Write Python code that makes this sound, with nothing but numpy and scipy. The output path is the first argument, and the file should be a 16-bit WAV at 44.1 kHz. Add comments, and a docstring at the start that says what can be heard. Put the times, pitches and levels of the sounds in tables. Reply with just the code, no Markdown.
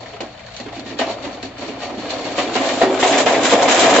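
"""A tractor idles in an open field while a steel hopper tips its load of stones into a trailer.
First comes a trickle: single stones boom, thud and crack on ringing sheet steel, spills of gravel
scrape down the hopper and pebbles clink. From about 2 s more and more of the gravel lands in the
trailer. Around 3 s three heavy loads set its floor humming, and the stream grows to a clattering roar."""
import sys
import numpy as np
from scipy import signal
from scipy.fft import irfft, next_fast_len
from scipy.io import wavfile

SR = 44100
rng = np.random.default_rng(int(sys.argv[2]) if len(sys.argv) > 2 else 0)


def put_to_file(sound):
    """Save the sound as 16-bit audio at rate SR, in the file named by the first command-line argument."""
    columns = np.atleast_2d(sound).T  # one column per channel
    safe = np.clip(columns, -1, 1)
    whole_steps = np.round(safe * 32767)
    wavfile.write(sys.argv[1], SR, whole_steps.astype(np.int16))


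N = 176400

# the engine's idle (t/s, firing rate/Hz)
FIRING_RATE = [(0, 28.85), (1, 29), (2, 29.49), (3, 29.68), (4, 30.1)]
# exhaust tones (multiple of the firing rate, level/dB)
EXHAUST_ORDERS = [(2, -57), (3, -57.5), (4, -50.5), (6, -58), (7, -56.5), (8, -61), (9, -62.5)]
# tone colour of the engine's mechanical noise and of each kind of contact (f/Hz, relative level/dB)
ENGINE_EQ = [(20, -8.5), (60, -1), (130, 7.5), (200, -10), (280, -12.5), (420, -3.5), (640, 9.5), (900, -1),
             (1400, -7), (2000, -7), (3300, -12.5), (4500, -7), (5100, -32), (7700, -25)]
BOOM_EQ = [(40, -45), (95, -17), (150, -17), (195, -6), (255, 4.5), (300, 1.5), (340, 1), (385, -6.5),
           (480, -11), (900, -38), (8000, -72.5)]
THUD_EQ = [(60, -60), (250, -20.5), (400, -12.5), (480, -2.5), (560, 0.5), (700, 1), (850, -5),
           (1300, -15.5), (3000, -47), (8000, -66.5)]
CRACK_EQ = [(200, -27), (600, -17.5), (1000, 3.5), (1450, -5.5), (1900, 0.5), (2800, -1.5), (3600, -5),
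            (4500, -10), (5100, -11), (8000, -22.5)]
SCRAPE_EQ = [(300, -26.5), (1200, -1.5), (2500, 5.5), (3600, 4.5), (4400, 10), (5000, -0.5), (6200, -2),
             (7300, -0.5), (8000, -13.5)]
TICK_EQ = [(300, -24.5), (1200, 7), (2500, 5), (3500, 7.5), (4400, 2.5), (5200, 3), (6200, 3), (7300, 8),
           (8000, -1.5)]
# panning of the engine, the stones and the sliding gravel (f/Hz, left minus right/dB)
ENGINE_PAN = [(130, 2.5), (280, 4.5), (400, -20), (520, -9), (700, 27), (950, -12), (1400, 1), (3200, 15),
              (4300, 4.5), (5500, -7), (6900, -19)]
STONE_PAN = [(260, -3), (500, -0.5), (700, 1.5), (1400, -1.5), (2100, 2), (3200, 4.5), (4300, 1),
             (5500, -1), (7000, -9.5)]
SCRAPE_PAN = [(1400, 2), (2100, -0.5), (3200, 17), (4300, -1.5), (5500, 1), (6900, -42)]
# likeness of the two ears (f/Hz, correlation)
EAR_LIKENESS = [(50, .97), (130, .995), (280, .97), (650, .94), (900, .64), (2100, .56), (3000, .28),
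                (4100, -.1), (8000, .05)]
# modes of the steel walls (f/Hz, relative level/dB, t60/s)
WALL_MODES = [(262.5, -3, 0.062), (272, 2.5, 0.14), (301.4, -7.5, 0.5), (380, 2, 0.3), (420, 7, 0.15),
              (556, -6, 0.36), (664, 0, 0.26), (729, 0.5, 0.22), (1851, 2, 0.23), (2330, -9, 0.28),
              (2930, -9, 0.22), (3050, 4, 0.047), (3640, 4.5, 0.064), (4200, -2.5, 0.11), (5400, 0, 0.035),
              (5820, -0.5, 0.16)]
# faders of the stream of stones, before trims (t/s, boom level/dB, thud level/dB, clatter level/dB)
STREAM_FADERS = [(0, -39, -38, -37), (.25, -63, -47, -41.5), (.33, -57, -54, -41.5), (.55, -64, -45, -40),
                 (.63, -42, -54, -51), (.95, -28, -40, -39.5), (1.1, -36.5, -35.5, -38),
                 (1.35, -34.5, -34.5, -40), (1.52, -41, -47, -42.5), (1.6, -32.5, -35.5, -38.5),
                 (1.75, -32.5, -36.5, -38.5), (2, -30, -30, -34), (2.33, -28, -30.5, -31),
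                 (2.6, -23.5, -25.5, -25), (2.8, -27.5, -24.5, -31.5), (2.87, -22.5, -17, -31),
                 (2.98, -24, -23, -24), (3.08, -18.5, -17, -21.5), (3.2, -22.5, -18, -17),
                 (3.245, -15, -25, -27), (3.3, -22, -16, -21), (3.41, -19, -20, -22.5),
                 (3.6, -21.5, -15, -19), (3.85, -16, -16, -16.5), (4, -17, -10, -13.5)]
# gravel spilling down the hopper (t/s, length/s, level/dB)
GRAVEL_SPILLS = [(0.194, 0.017, -48), (.46, 0.066, -47), (0.523, 0.12, -42), (0.72, 0.038, -37.5),
                 (0.845, 0.059, -36), (0.973, 0.023, -28), (1.056, 0.064, -30.5), (1.217, 0.025, -31.5),
                 (1.308, 0.023, -34), (1.429, 0.024, -34), (1.566, 0.12, -37), (1.783, 0.06, -33),
                 (1.963, 0.17, -38), (2.075, 0.13, -33), (2.224, 0.11, -33.5), (2.355, 0.065, -27),
                 (2.53, 0.024, -19.5), (2.606, 0.22, -27.5), (2.65, 0.026, -22), (2.983, .16, -22),
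                 (3.163, 0.036, -17.5), (3.248, 0.077, -22.5), (3.425, 0.042, -14.5), (3.475, 0.053, -18),
                 (3.606, 0.023, -16), (3.67, .18, -16.5), (3.843, 0.21, -20.5)]
# big stones on steel, before trims (t/s, boom level/dB, thud level/dB, crack level/dB, tumble/s)
STONE_HITS = [(0.134, -47, -31, -35.5, 0.0053), (0.205, -26, -24, -30, 0.0029),
              (0.219, -22, -40, -47, 0.0057), (0.599, -24.5, -28, -35, 0.0032),
              (0.657, -22, -41, -34, 0.01), (0.683, -35, -37, -34, 0.0085),
              (0.723, -43, -27.5, -36, 0.0074), (0.766, -21.5, -30.5, -32, 0.024),
              (0.861, -24.5, -44, -33.5, 0.0096), (0.904, -28, -52, -35, 0.0094),
              (0.993, -21, -16.5, -19.5, 0.007), (1.012, -15, -15.5, -18.5, 0.0078),
              (1.072, -24.5, -20.5, -36, 0.013), (1.095, -25, -23.5, -35, 0.018),
              (1.24, -22.5, -24, -28, 0.028), (1.431, -22.5, -35.5, -32, 0.004),
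              (1.622, -27, -26, -30.5, 0.0059), (1.682, -21.5, -42, -31, 0.011),
              (1.814, -44, -25.5, -27.5, 0.029), (1.896, -25.5, -27.5, -33.5, 0.018),
              (1.976, -18.5, -32, -34, 0.026), (2.123, -46, -24.5, -41, 0.012),
              (2.254, -47.5, -23.5, -26.5, 0.029), (2.382, -16, -13, -15, 0.011),
              (2.554, -14, -13, -17, 0.011), (2.613, -38, -16, -21.5, 0.0151),
              (2.689, -21, -20, -18.5, 0.0083), (2.773, -20, -22, -38, 0.0043),
              (2.815, -19, -5, -13, 0.0069), (2.831, -9, -13, -25, 0.0033), (3.028, -17, -12, -10, 0.013),
              (3.124, -28, -16, -14, 0.013), (3.263, -38, -7, -12, 0.011),
              (3.344, -20.5, -19, -15.5, 0.012), (3.523, -9, -7.5, -14, 0.012),
              (3.68, -17, -16, -11.5, 0.0065), (3.829, -9, -9, -12, 0.013), (3.871, -15, -16, -36, 0.021),
              (3.938, -11, -23, -14.5, 0.0087)]
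# sharp single pebbles (t/s, level/dB, clink f/Hz)
PEBBLE_HITS = [(0.207, -31, 2900), (0.464, -41, 4400), (.565, -33, 6100), (0.6, -33.5, 4260),
               (.795, -35.5, 4200), (.989, -24, 3050), (1.428, -31, 4200), (1.625, -36.5, 2250),
               (1.805, -37, 4080), (2.105, -25, 4220), (3.002, -33, 2640), (3.077, -19.5, 7200),
               (3.433, -19.5, 6770), (3.615, -30, 3960)]
# heavy loads landing on the trailer floor (t/s, level/dB)
FLOOR_HITS = [(2.831, -14.5), (3.03, -22), (3.262, -25)]
# modes of the trailer floor (f/Hz, relative level/dB, t60/s)
FLOOR_MODES = [(382, 0, .8), (421, -6, .45)]

# contact envelopes (burst t60/s, tail level/dB, tail t60/s)
BOOM_DECAY, THUD_DECAY = (0.03, -9.5, 0.21), (0.016, -7.5, 0.25)
CRACK_DECAY, GRIT_DECAY = (0.009, -10.5, 0.25), (0.0022, -3, 0.12)
# gravel crossfades from scraping in the hopper to landing in the trailer
LANDING_FROM_S, LANDING_FULL_S = 2.12, 3.07


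def amp(db):
    """Decibels to gain."""
    return 10 ** (np.asarray(db) / 20)


def unit_rms(x):
    """Scales to rms 1."""
    return x / np.sqrt(np.mean(x ** 2) + 1e-20)


def at_hz(table, hz):
    """Reads a table on a log-frequency axis."""
    f, value = np.transpose(table)
    return np.interp(np.log(hz + 1), np.log(f + 1), value)


def automation(table, column):
    """One column of a time table, at every sample."""
    rows = np.array(table)
    return np.interp(np.arange(N) / SR, rows[:, 0], rows[:, column])


def add(mix, start_s, sound):
    """Mixes a sound in at a time."""
    part = mix[:, max(round(start_s * SR), 0):][:, :sound.shape[1]]
    part += sound[:, :part.shape[1]]


def eq_and_pan(pair, eq, pan):
    """Gives two unrelated signals a minimum-phase EQ and their place between the ears, at rms 1."""
    n = pair.shape[1]
    size = next_fast_len(n + 4096)
    hz = abs(np.fft.fftfreq(size, 1 / SR))
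    colour = np.exp(np.conj(signal.hilbert(np.log(amp(at_hz(eq, hz))))))
    likeness = np.clip(at_hz(EAR_LIKENESS, hz), -1, 1)
    lean = amp(at_hz(pan, hz) / 2)
    mid, side = np.fft.fft(pair, size) * np.sqrt([1 + likeness, 1 - likeness])
    ears = np.array([(mid + side) * lean, (mid - side) / lean]) / np.hypot(lean, 1 / lean)
    return unit_rms(np.fft.ifft(colour * ears).real[:, :n])


def waver(depth=0.5, below_hz=8):
    """A slow random drift of strength and phase."""
    noise = rng.standard_normal(N) + 1j * rng.standard_normal(N)
    slow = np.fft.ifft(np.fft.fft(noise) * (abs(np.fft.fftfreq(N, 1 / SR)) < below_hz))
    return 1 + depth * slow / slow.std()


def tractor(noise_db=-40.5, throb=0.4):
    """Wavering low exhaust tones under mechanical noise that throbs with each firing."""
    firing_phase = 2 * np.pi * np.cumsum(automation(FIRING_RATE, 1)) / SR
    exhaust = np.zeros(N)
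    for order, db in EXHAUST_ORDERS:
        tone = waver() * np.exp(1j * (order * firing_phase + 2 * np.pi * rng.random()))
        exhaust += np.sqrt(2) * amp(db) * tone.real
    rattle = rng.standard_normal((2, N)) * (1 + throb * np.cos(firing_phase))
    return exhaust + amp(noise_db) * eq_and_pan(rattle, ENGINE_EQ, ENGINE_PAN)


def wall_ring(size, trim_db=-32):
    """The steel walls ring with a new mix of their modes at each spot."""
    hz, db, t60 = np.transpose(WALL_MODES)[:, :, None]
    detune_hz = np.fft.rfftfreq(size, 1 / SR) - hz
    modes = amp(trim_db + db) * SR / 2 / (np.log(1000) / t60 + 2j * np.pi * detune_hz)
    return irfft(rng.standard_normal((2, len(WALL_MODES))) @ modes, size)


def contact(eq, decay, pan=STONE_PAN):
    """One contact at a random spot: a short noise burst, its tail in the box and the ringing walls."""
    burst_t60, tail_db, tail_t60 = decay
    t = np.arange(SR // 4) / SR
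    envelope = np.hypot(amp(-60 * t / burst_t60), amp(tail_db - 60 * t / tail_t60))
    burst = rng.standard_normal((2, len(t))) * envelope
    return eq_and_pan(burst + wall_ring(len(t)), eq, pan)


def boom():
    """The sheet steel flexes under a stone."""
    return contact(BOOM_EQ, BOOM_DECAY)


def thud():
    """The hollow blow of a stone in the steel box."""
    return contact(THUD_EQ, THUD_DECAY)


def crack():
    """The dry crack of stone against stone."""
    return contact(CRACK_EQ, CRACK_DECAY)


def clack(low_hz=1100, high_hz=4200, clink_t60=0.06):
    """A smaller stone cracks and clinks briefly at three pitches of its own."""
    hit = crack()
    t = np.arange(hit.shape[1]) / SR
    hz = low_hz * (high_hz / low_hz) ** rng.random((3, 1))
    clink = rng.standard_normal((2, 3)) @ np.sin(2 * np.pi * hz * t) * amp(-60 * t / clink_t60)
    return hit + eq_and_pan(clink, CRACK_EQ, STONE_PAN)


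def shower(sound, per_s, gain, spread_db, spots):
    """Contacts of random size at random moments, on several spots that each have their own ring."""
    strength = amp(spread_db * np.minimum(rng.exponential(1, N), 3)) * rng.choice([-1, 1], N)
    lands = rng.random(N) < per_s / SR
    impacts = gain * unit_rms(strength * lands / np.sqrt(per_s))
    spot = rng.integers(0, spots, N)
    out = np.zeros((2, N))
    for k in range(spots):
        ring = sound()
        ring *= np.sqrt(2) / np.linalg.norm(ring)
        out += signal.oaconvolve((impacts * (spot == k))[None], ring, axes=1)[:, :N]
    return out


def stone_stream(boom_trim_db=-4, clack_trim_db=-3.5):
    """Ever more stones tumble as the hopper tilts."""
    per_s = np.geomspace(100, 400, N)
    boom_db, thud_db, clatter_db = (automation(STREAM_FADERS, column) for column in (1, 2, 3))
    booms = shower(boom, per_s, amp(boom_db + boom_trim_db), spread_db=2, spots=10)
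    thuds = shower(thud, per_s, amp(thud_db), spread_db=2, spots=10)
    clacks = shower(clack, 1.2 * per_s, amp(clatter_db + clack_trim_db), spread_db=3.7, spots=24)
    return booms + thuds + clacks


def scrape():
    """A piece of gravel slipping in the hopper."""
    return contact(SCRAPE_EQ, GRIT_DECAY, SCRAPE_PAN)


def gravel(grains_per_s=600, trickle_trim_db=-6.5, attack_s=0.014, release_s=0.016):
    """Gravel trickles with the stream's clatter and breaks loose in spills, first sliding, then landing."""
    t = np.arange(N) / SR
    power = amp(automation(STREAM_FADERS, 3) + trickle_trim_db) ** 2
    for start_s, length_s, db in GRAVEL_SPILLS:
        attack = np.clip((t - start_s) / attack_s, 0, 1)
        release = np.exp(-np.maximum(t - start_s - length_s, 0) / release_s)
        power += (amp(db) * attack * release) ** 2
    landed = np.interp(t, [LANDING_FROM_S, LANDING_FULL_S], [0, 1])
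    sliding = shower(scrape, grains_per_s, np.sqrt(power * (1 - landed)), spread_db=4, spots=4)
    landing = shower(tick, grains_per_s, np.sqrt(power * landed), spread_db=4, spots=4)
    return sliding + landing


def knock(sound, db, tumble_s, bounces_per_s=500, bounce_gain=0.56):
    """A big stone lands and rattles briefly against its neighbours."""
    t = np.arange(SR // 10) / SR
    hits = bounce_gain * rng.standard_normal(len(t)) * (rng.random(len(t)) < bounces_per_s / SR)
    hits *= np.exp(-t / tumble_s)
    hits[0] = 1  # the landing itself
    out = signal.fftconvolve(hits[None], sound(), axes=1)
    return amp(db) * out / out[:, :SR // 40].std()  # the first 25 ms set the level


def big_stones(boom_trim_db=-9, thud_trim_db=-4, crack_trim_db=-3.5):
    """Each big stone booms, thuds and cracks; the longer the tumble, the softer the attack."""
    out = np.zeros((2, N))
    for start_s, boom_db, thud_db, crack_db, tumble_s in STONE_HITS:
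        blow = knock(boom, boom_db + boom_trim_db, tumble_s)
        blow += knock(thud, thud_db + thud_trim_db, tumble_s)
        blow += knock(crack, crack_db + crack_trim_db, tumble_s)
        attack_s = tumble_s / 4
        t = np.arange(blow.shape[1]) / SR
        add(out, start_s - attack_s / 2, blow * (1 - np.exp(-t / attack_s)))
    return out


def pebbles(clink_db=1.5, clink_t60=0.035):
    """A pebble gives one sharp click and clinks at its own pitch."""
    out = np.zeros((2, N))
    for start_s, db, hz in PEBBLE_HITS:
        click = scrape() if start_s < LANDING_FROM_S else tick()
        click /= click[:, :SR // 100].std()
        t = np.arange(click.shape[1]) / SR
        clink = amp(clink_db - 60 * t / clink_t60) * np.sin(2 * np.pi * (hz * t + rng.random((2, 1))))
        add(out, start_s, amp(db) * (click + clink))
    return out


def tick():
    """A piece of gravel landing in the trailer."""
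    return contact(TICK_EQ, GRIT_DECAY)


def floor_ring():
    """Heavy loads set the low modes of the trailer floor humming."""
    t = np.arange(SR) / SR
    ring = sum(amp(db - 60 * t / t60) * np.sin(2 * np.pi * hz * t) for hz, db, t60 in FLOOR_MODES)
    out = np.zeros((2, N))
    for start_s, db in FLOOR_HITS:
        add(out, start_s, amp(db) * ring[None])
    return out


def scene():
    """Single hits and the humming floor over a bed of stones, gravel and the idling tractor."""
    return big_stones() + floor_ring() + pebbles() + stone_stream() + gravel() + tractor()


def record(dry, ceiling=0.93, cutoff_hz=7780):
    """Soft clipping rounds the loudest peaks, then a steep low-pass takes off the top."""
    soft = dry / (1 + (dry / ceiling) ** 4) ** (1 / 4)
    lowpass = signal.firwin(601, cutoff_hz, window=("kaiser", 9), fs=SR)
    return signal.oaconvolve(soft, lowpass[None], "same")


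dry = scene()
out = record(dry)
put_to_file(out)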